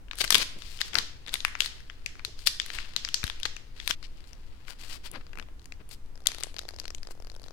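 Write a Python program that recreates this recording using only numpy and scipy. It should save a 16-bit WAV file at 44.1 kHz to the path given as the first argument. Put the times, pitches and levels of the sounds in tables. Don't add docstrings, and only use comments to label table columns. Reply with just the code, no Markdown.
import sys
import numpy as np
from scipy import signal
from scipy.fft import rfft, irfft, next_fast_len
from scipy.io import wavfile
from scipy.ndimage import uniform_filter1d

SR = 44100
rng = np.random.default_rng(int(sys.argv[2]) if len(sys.argv) > 2 else 0)


def linear_from_db(decibels):
    return 10 ** (np.asarray(decibels, float) / 20)


def file_out(sig):
    cols = np.atleast_2d(sig).T
    lim = np.clip(cols, -1, 1)
    pcm = np.round(lim * 32767).astype(np.int16)
    wavfile.write(sys.argv[1], SR, pcm)


N = 331632

# (frequency [Hz], relative density [dB per Hz])
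TONE_COLOUR = [(2.4, -29.5), (4.0, 4.5), (19, 0.5), (30, -14.5), (44, -11.5), (91, -20.5), (216, -34.5),
               (266, -30), (306, -34), (498, -36.5), (552, -41), (781, -40.5), (1510, -44), (5460, -53),
               (16000, -62)]
# (frequency [Hz], likeness [0-1])
EAR_LIKENESS = [(60, 0.87), (290, 0.8), (640, 0), (3000, 0)]
# (time [s], peak level [dB], half length [s])
GRIP_BUMPS = [(0.204, -67, 0.017), (0.364, -39.5, 0.03), (0.576, -48.5, 0.017), (0.98, -52.5, 0.08),
              (2.287, -48.5, 0.013), (4.166, -57, 0.0089), (5.159, -46, 0.036), (5.383, -52, 0.037),
              (5.811, -51.5, 0.0093)]
# (frequency [Hz], time to fall 60 dB [s], starting gain [dB])
ROOM_DECAY = [(282, 0.53, -41.5), (696, 1, -57.5), (1590, 0.5, -48), (3000, 0.55, -53.5), (5700, 0.44, -46),
              (10130, 0.33, -45)]
# (frequency [Hz], gain [dB])
HEAD_SHADOW = [(100, 6), (400, -24), (1500, -13.5), (4000, -24), (9000, -29), (15000, -29)]
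# (frequency [Hz], relative density [dB per Hz])
FILM_COLOUR = [(59, -40), (100, -9), (442, -6), (1130, -2.5), (2320, -3), (3190, -5.5), (3940, -6),
               (4470, -4), (6020, -12.5), (7940, -11.5), (14100, -19), (16000, -21)]
# (time [s], level of the middle [dB])
RUSTLE_LEVEL = [(.1, -76), (.45, -60), (.6, -60), (1.02, -52), (1.2, -64.5), (1.68, -52.5), (1.9, -65),
                (2.49, -63.5), (2.85, -51), (2.95, -54), (3.46, -55.5), (3.65, -67.5), (3.98, -65),
                (5.2, -64.5), (6.25, -129), (6.29, -47.5), (6.55, -74), (7.52, -102.5)]
# (time [s], level of the middle [dB])
TEAR_LEVEL = [(.344, -48.5), (.354, -10), (.364, -39), (.378, -29.5), (.388, -38.5), (.399, -30),
              (.411, -29.5), (.426, -22), (.442, -61.5)]
# (time [s], length [s], level of the middle [dB], low part [dB re middle], high part [dB re middle])
FINGER_STROKES = [(0.166, 0.071, -37.5, -12, 2.5), (0.2, 0.027, -22, -5, -11.5),
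                  (0.236, 0.014, -27, 4.5, 2), (0.311, 0.029, -19.5, -5.5, -3),
                  (0.57, 0.23, -52.5, -33, -4.5), (0.799, 0.023, -28, -6, -9), (0.834, 0.069, -52.5, -5, 2),
                  (0.929, 0.086, -45, 10.5, -1.5), (0.965, 0.046, -53, 8, -9.5),
                  (1.266, 0.035, -46.5, 7.5, -9.5), (1.313, 0.05, -46.5, 9, 5),
                  (1.585, 0.099, -44.5, -22, 0.5), (2.366, 0.11, -54, -26, -5),
                  (2.458, 0.029, -16.5, -25, -5), (2.635, 0.16, -53, -13, -6), (2.727, 0.04, -42, -8, -1),
                  (2.707, 0.14, -45.5, -10.5, -18.5), (3.24, 0.053, -48.5, -0.5, -12),
                  (3.449, 0.018, -32, 0, -7), (3.749, 0.11, -52.5, -9, -11), (3.83, 0.091, -51, -16, 0),
                  (3.888, 0.03, -27.5, -4.5, -4.5), (4.019, 0.054, -42, -23, -20),
                  (4.172, 0.021, -53, -13, -15), (4.256, 0.06, -64, -12, 4), (4.659, 0.086, -49, 0, 0),
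                  (4.781, 0.11, -51, -4.5, -2), (4.872, 0.11, -44, -6.5, -4),
                  (5.029, 0.065, -42.5, -4.5, -4), (5.122, 0.066, -49, 10.5, -14),
                  (5.202, 0.02, -61, 14, -10), (5.791, 0.035, -61.5, 13.5, -11),
                  (5.884, 0.084, -53, -7, 0.5), (6.365, 0.17, -56.5, -10, -15), (6.788, 0.011, -48, 5, 0.5),
                  (7.097, 0.03, -51.5, 3, 8), (7.44, 0.04, -57, -7, -2.5)]
# (first tick [s], length [s], rate [ticks per s], ring [dB], thud [dB])
CREAK_RUNS = [(4.174, .13, 30, -61.5, -75), (5.598, .06, 67, -59.5, -80), (6.057, .03, 31, -67.5, -87),
              (6.16, .1, 52, -59.5, -56.5), (6.29, .19, 33.2, -46, -48), (6.544, .09, 45, -50, -50.5),
              (6.653, .2, 37.3, -51, -50.5), (6.855, .05, 41, -45.5, -48.5),
              (7.05, .06, 50.4, -55.5, -48.5), (7.154, .225, 43, -59, -50),
              (7.396, .12, 45.5, -58.5, -49.5)]
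# (time [s], ring [dB], ring pitch [Hz], body [dB re ring], air [dB re ring])
CREASE_SNAPS = [(0.084, -60.5, 3000, 6.5, -22), (0.1118, -39, 3780, 4.5, -24),
                (0.1331, -43, 2450, 3.5, -21), (0.1552, -52.5, 3470, -15, 3), (0.186, -44, 3500, -0.5, 7),
                (0.2154, -29, 3600, -6.5, -9.5), (0.2481, -34, 5100, 0.5, -4),
                (0.2776, -35, 4140, -9.5, -17.5), (0.305, -18.5, 4600, -5.5, -1),
                (0.3085, -32.5, 4010, 2.5, -17), (0.3249, -23.5, 3360, -13, -9.5),
                (0.345, -15.5, 3400, -11.5, -8), (0.3543, -21.5, 3790, -12, -6), (0.382, -30, 4170, -12, 0),
                (0.6207, -42.5, 3900, -7, -20), (0.7899, -44.5, 3230, -9.5, -21),
                (0.8089, -34, 2860, -14, -11.5), (0.8148, -25, 4000, -4, -17),
                (0.9328, -38.5, 3260, -2.5, -30), (0.9441, -38, 5230, -18.5, -4.5),
                (0.9538, -22.5, 4570, 0.5, -19.5), (0.9854, -21, 3850, -12, -12.5),
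                (1.264, -45.5, 3820, -6, -27), (1.275, -49, 3500, 2, -4), (1.2813, -39, 3380, -7.5, -25),
                (1.2924, -40, 3770, -11, -20), (1.334, -40, 3750, -16.5, -18.5),
                (1.3403, -26.5, 3720, -5.5, -2), (1.3551, -35, 3380, 0, -30.5),
                (1.4047, -35.5, 3700, -15.5, -19), (1.4493, -24, 2680, 4, -10),
                (1.5524, -38, 2650, 6.5, -41), (1.6052, -19.5, 3500, -9.5, -14.5),
                (1.62, -32.5, 3340, -10, -20), (1.6461, -38.5, 3950, -1, -18.5),
                (1.66, -32.5, 4150, -7.5, -8.5), (1.8043, -57.5, 4800, 6.5, -6),
                (1.8992, -45.5, 3340, 5.5, -39), (2.061, -28, 2540, -15.5, -16.5),
                (2.1545, -54, 2500, 2, -28), (2.1943, -51.5, 2500, 10, -30), (2.2491, -30, 4130, -10, -10),
                (2.391, -47, 4560, -8.5, -11), (2.464, -36.5, 4150, -19, -14),
                (2.4718, -19.5, 4440, -9, -7), (2.5994, -24, 3260, -12.5, -31),
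                (2.617, -41, 4460, -8.5, -13.5), (2.662, -45, 4150, 1, 2.5), (2.7026, -38.5, 3600, 3, -35),
                (2.7867, -34.5, 2750, 1, -32.5), (2.9633, -23.5, 3700, -12.5, -15),
                (3.0493, -29, 4550, -8, -27.5), (3.0765, -44.5, 2500, 1, -38),
                (3.0882, -35, 3200, -10, -15), (3.143, -19.5, 4840, -19, -16), (3.231, -42, 2500, 6, -30),
                (3.2402, -31, 3820, -1, -5), (3.2677, -37.5, 3420, -22, -9.5), (3.2782, -38, 3500, -3, -15),
                (3.2993, -33.5, 3500, -2, -18), (3.4003, -45, 2900, -36, -5), (3.4317, -30, 3560, -15, -17),
                (3.4541, -27, 3940, -4.5, -25), (3.5654, -36, 2500, -15.5, -19.5),
                (3.8, -38, 3540, -5.5, -36), (3.8765, -27.5, 3900, -1, -3.5), (3.9088, -23, 3190, -6, -17),
                (4.0281, -47, 4500, -1.5, -14), (4.3317, -48.5, 5220, -10, -13),
                (4.6824, -51, 2500, 8, -27), (5.1147, -48.5, 8600, -38, 7), (5.267, -55.5, 4400, 0, -22),
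                (5.332, -50, 2600, 5, -18), (5.3553, -53, 2600, 3, -12), (5.3736, -49, 2600, 6, -19),
                (5.386, -47, 2730, 6.5, -7), (5.3977, -40, 2780, 1.5, -19), (5.4254, -52, 3500, 1.5, -16),
                (5.722, -41, 2530, -9, -25), (5.8911, -62, 3200, -7.5, 13.5),
                (5.9127, -48.5, 4500, -8, -23), (6.26, -41, 4500, 3, -13.5),
                (6.2698, -19.5, 3600, -26.5, -4.5), (6.2707, -21.5, 6470, -24, -11),
                (6.402, -53.5, 3500, -4, 4), (6.4273, -50, 3540, 8, -2), (6.4352, -26.5, 7800, -15, -16.5),
                (6.565, -41, 4550, -2.5, -19), (6.5847, -39, 4500, -10, -25),
                (6.591, -33.5, 4220, -7, -10.5), (6.6886, -39, 4480, -3, -8), (6.7426, -53, 4550, -7, -18),
                (6.799, -36, 4550, -18, -10.5), (6.8554, -56, 4550, -14, -12),
                (6.9479, -34.5, 7050, -33, -16), (7.0312, -45.5, 4580, -4, -11), (7.277, -65, 4700, 1, -11),
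                (7.3504, -56, 3500, -6, -5), (7.432, -55, 4850, -20, -13),
                (7.4685, -62.5, 4700, -10, -10.5)]
# (low edge [Hz], high edge [Hz])
CLICK_BANDS = [(330, 780), (1050, 2300), (2600, 5500), (5500, 8300), (8700, 11500)]
# (low edge [Hz], high edge [Hz])
TOP_EDGES = (11500, 15800)

CUT_S = 3.955
HEAD_LAG = 27


def on_axis(table, hz):
    f, v = np.transpose(table)
    return np.interp(np.log(hz + 1e-9), np.log(f), v)


def shape(x, gain_at):
    n = next_fast_len(x.shape[-1])
    spectrum = rfft(x, n) * gain_at(np.fft.rfftfreq(n, 1 / SR))
    return irfft(spectrum, n)[..., :x.shape[-1]]


def unit(x):
    return x / np.sqrt(np.mean(x ** 2))


def band(x, lo_hz, hi_hz):
    sos = signal.butter(2, [lo_hz, min(hi_hz, .45 * SR)], "band", fs=SR, output="sos")
    return signal.sosfilt(sos, x)


def room_tone(level_db=-41, right_db=-2.5):
    def colour(hz):
        return linear_from_db(on_axis(TONE_COLOUR, hz))

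    def likeness(hz):
        return np.clip(on_axis(EAR_LIKENESS, hz), 0, 1)

    mid, side = rng.standard_normal((2, N))
    mid = shape(mid, lambda hz: colour(hz) * np.sqrt(1 + likeness(hz)))
    side = shape(side, lambda hz: colour(hz) * np.sqrt(1 - likeness(hz)))
    return linear_from_db(level_db) * unit(np.array([mid + side, linear_from_db(right_db) * (mid - side)]))


def room(x):
    t = np.arange(SR // 2) / SR
    tail = 0
    for hz, t60, db in ROOM_DECAY:
        noise = band(rng.standard_normal((2, len(t))), hz / 1.94, hz * 1.49)
        tail = tail + linear_from_db(db - 60 * t / t60) * noise
    tail = tail * np.clip((t - .002) / 0.0013, 0, 1)
    return signal.fftconvolve(x, tail[None], axes=2)[..., :N]


def bumps(lo_hz=110, hi_hz=450):
    t = np.arange(N) / SR
    swell = sum(linear_from_db(db) * np.exp(-((t - s) / width) ** 2) for s, db, width in GRIP_BUMPS)
    return swell * unit(band(rng.standard_normal(N), lo_hz, hi_hz))


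def thump(start_s=3.24, db=-11, hz=66.0, decay_s=0.0056, rise_s=0.0016):
    t = np.clip(np.arange(N) / SR - start_s, 0, None)
    envelope = np.exp(-t / decay_s) * (1 - np.exp(-t / rise_s))
    return -linear_from_db(db) * envelope * np.cos(2 * np.pi * hz * t)


def wander(db):
    drift = uniform_filter1d(uniform_filter1d(rng.standard_normal(N), 700), 700)
    return linear_from_db(db * unit(drift))


def level_curve(table):
    return linear_from_db(np.interp(np.arange(N) / SR, *np.transpose(table), left=-120, right=-120))


def rub(slips_per_s=5000, edge_share=0.65, edge_s=0.031):
    size_db = 2.46 * np.minimum(rng.exponential(size=N), 4.5)
    slips = (rng.random(N) < slips_per_s / SR) * linear_from_db(size_db) * rng.standard_normal(N)
    drag = unit(slips) + 0.58 * rng.standard_normal(N)
    drag = shape(drag, lambda hz: linear_from_db(on_axis(FILM_COLOUR, hz)))
    low = -unit(band(drag, 120, 2500)) * wander(-0.96)
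    mid = unit(band(drag, 2500, 5800)) * wander(0.66)
    high = -unit(band(drag, 5800, 16000)) * wander(1.5)
    flutter = linear_from_db(2.1 * unit(uniform_filter1d(rng.standard_normal(N), 150)))

    tear = level_curve(TEAR_LEVEL) * (mid + linear_from_db(-8) * low + linear_from_db(-11.5) * high)
    rustle = level_curve(RUSTLE_LEVEL) * (mid + linear_from_db(-3.5) * low + linear_from_db(-12.5) * high)
    out = tear + rustle
    for s, length, db, low_db, high_db in FINGER_STROKES:
        a, b = int(s * SR), min(int((s + length) * SR), N)
        u = np.arange(b - a) / SR
        to_edge = np.minimum(u, length - u)
        swell = np.clip(to_edge / min(edge_share * length, edge_s), 0, 1) ** 1.18
        stroke = mid[a:b] + linear_from_db(low_db) * low[a:b] + linear_from_db(high_db) * high[a:b]
        out[a:b] += linear_from_db(db) * swell * stroke
    return out * flutter


def snap_rows(s, hz, db, body_db, air_db):
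    thud_db = -18 - 0.66 * (db + 40)
    thud_db = thud_db + 4.5 * (s > CUT_S)
    skirt_db, edge_db = np.full_like(s, -3.5), np.full_like(s, -13.5)
    return np.column_stack([s, hz, db, thud_db, body_db, skirt_db, edge_db, air_db])


def creases():
    s, db, hz, body_db, air_db = np.transpose(CREASE_SNAPS)
    follower = snap_rows(s, hz, -60 + 0.5 * (db + 40), body_db, air_db)
    chance = rng.standard_normal(follower.shape)
    chance[:, 0] = np.abs(chance[:, 0])
    follower = follower + chance * [.025, 400, 0.5, *[4.5] * 5]
    rows = [snap_rows(s, hz, db, body_db, air_db), follower]

    k = np.arange(32)
    for first, length, rate, ring_db, thud_db in CREAK_RUNS:
        tick = [4550, ring_db, thud_db, -4, -3.5, -9.5, -9]  # Hz, dB, dB, then colour in dB re ring
        run = np.column_stack([first + k / rate, np.tile(tick, (len(k), 1))])
        run = run + rng.standard_normal(run.shape) * [.0025, 400, 4, *[3] * 5]
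        run[:, 3] -= run[:, 2]
        rows.append(run[k / rate < length])
    rows = np.vstack(rows)
    return rows[rows[:, 0] < N / SR]


def snaps(decay_s=0.0012, longer=0.0036, kick=2.83, top_db=-13, ring_width=1.114, blur=1.175):
    size = 512
    near, around = np.zeros((2, N + size))
    t = np.arange(size) / SR
    impulse = 1. * (t == 0)
    flat = [unit(band(impulse, *hz)) for hz in CLICK_BANDS]
    join = np.array([1, 1, -1, 1, -1, 1])
    for s, ring_hz, db, *parts_db in creases():
        rattle_s = decay_s * np.exp(longer * (db + 48.0))
        push = rng.standard_normal(size) * np.exp(-t / rattle_s)
        push[0] = kick
        lo_hz, hi_hz = ring_hz / ring_width, ring_hz * ring_width
        ring = unit(band(push, lo_hz, hi_hz))
        thud = flat[0]
        body, skirt, edge, air = [unit(band(push, *hz)) for hz in CLICK_BANDS[1:]]
        air = air - linear_from_db(top_db) * unit(band(push, *TOP_EDGES))
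        gains = join * linear_from_db(db + np.array([0, *parts_db]))
        gains = gains * np.sqrt(.009 * SR / size)
        i = int(s * SR)
        near[i:i + size] += gains @ [ring, thud, body, skirt, edge, air]
        smooth_ring = unit(band(impulse, lo_hz / blur, hi_hz * blur))
        around[i:i + size] += gains @ [smooth_ring, *flat]
    return near[:N], around[:N]


def scene():
    t = np.arange(N) / SR
    late = t >= CUT_S
    click, click_around = snaps()
    drag = rub()
    near, around = click + drag, click_around + drag
    lagged = np.roll(near, HEAD_LAG)
    lagged_more = linear_from_db(-7.0) * np.roll(near, HEAD_LAG + 4)
    far = shape(np.where(late, lagged_more, lagged), lambda hz: linear_from_db(on_axis(HEAD_SHADOW, hz)))

    before, after = room(np.array([[around * ~late], [around * late]]))
    fade = np.clip((CUT_S - t) / 0.02, 0, 1)
    ring = before * fade + linear_from_db(-6.0) * after
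    ear_gain = linear_from_db(np.array([[0], [-9]]))
    return np.array([near + thump(), far]) + ring + room_tone() + bumps() * ear_gain


def top_cut(x):
    return signal.sosfilt(signal.butter(12, 16370, fs=SR, output="sos"), x)


def record(dry):
    mix = np.clip(dry, -1, 1)
    return top_cut(mix)


dry = scene()
out = record(dry)
file_out(out)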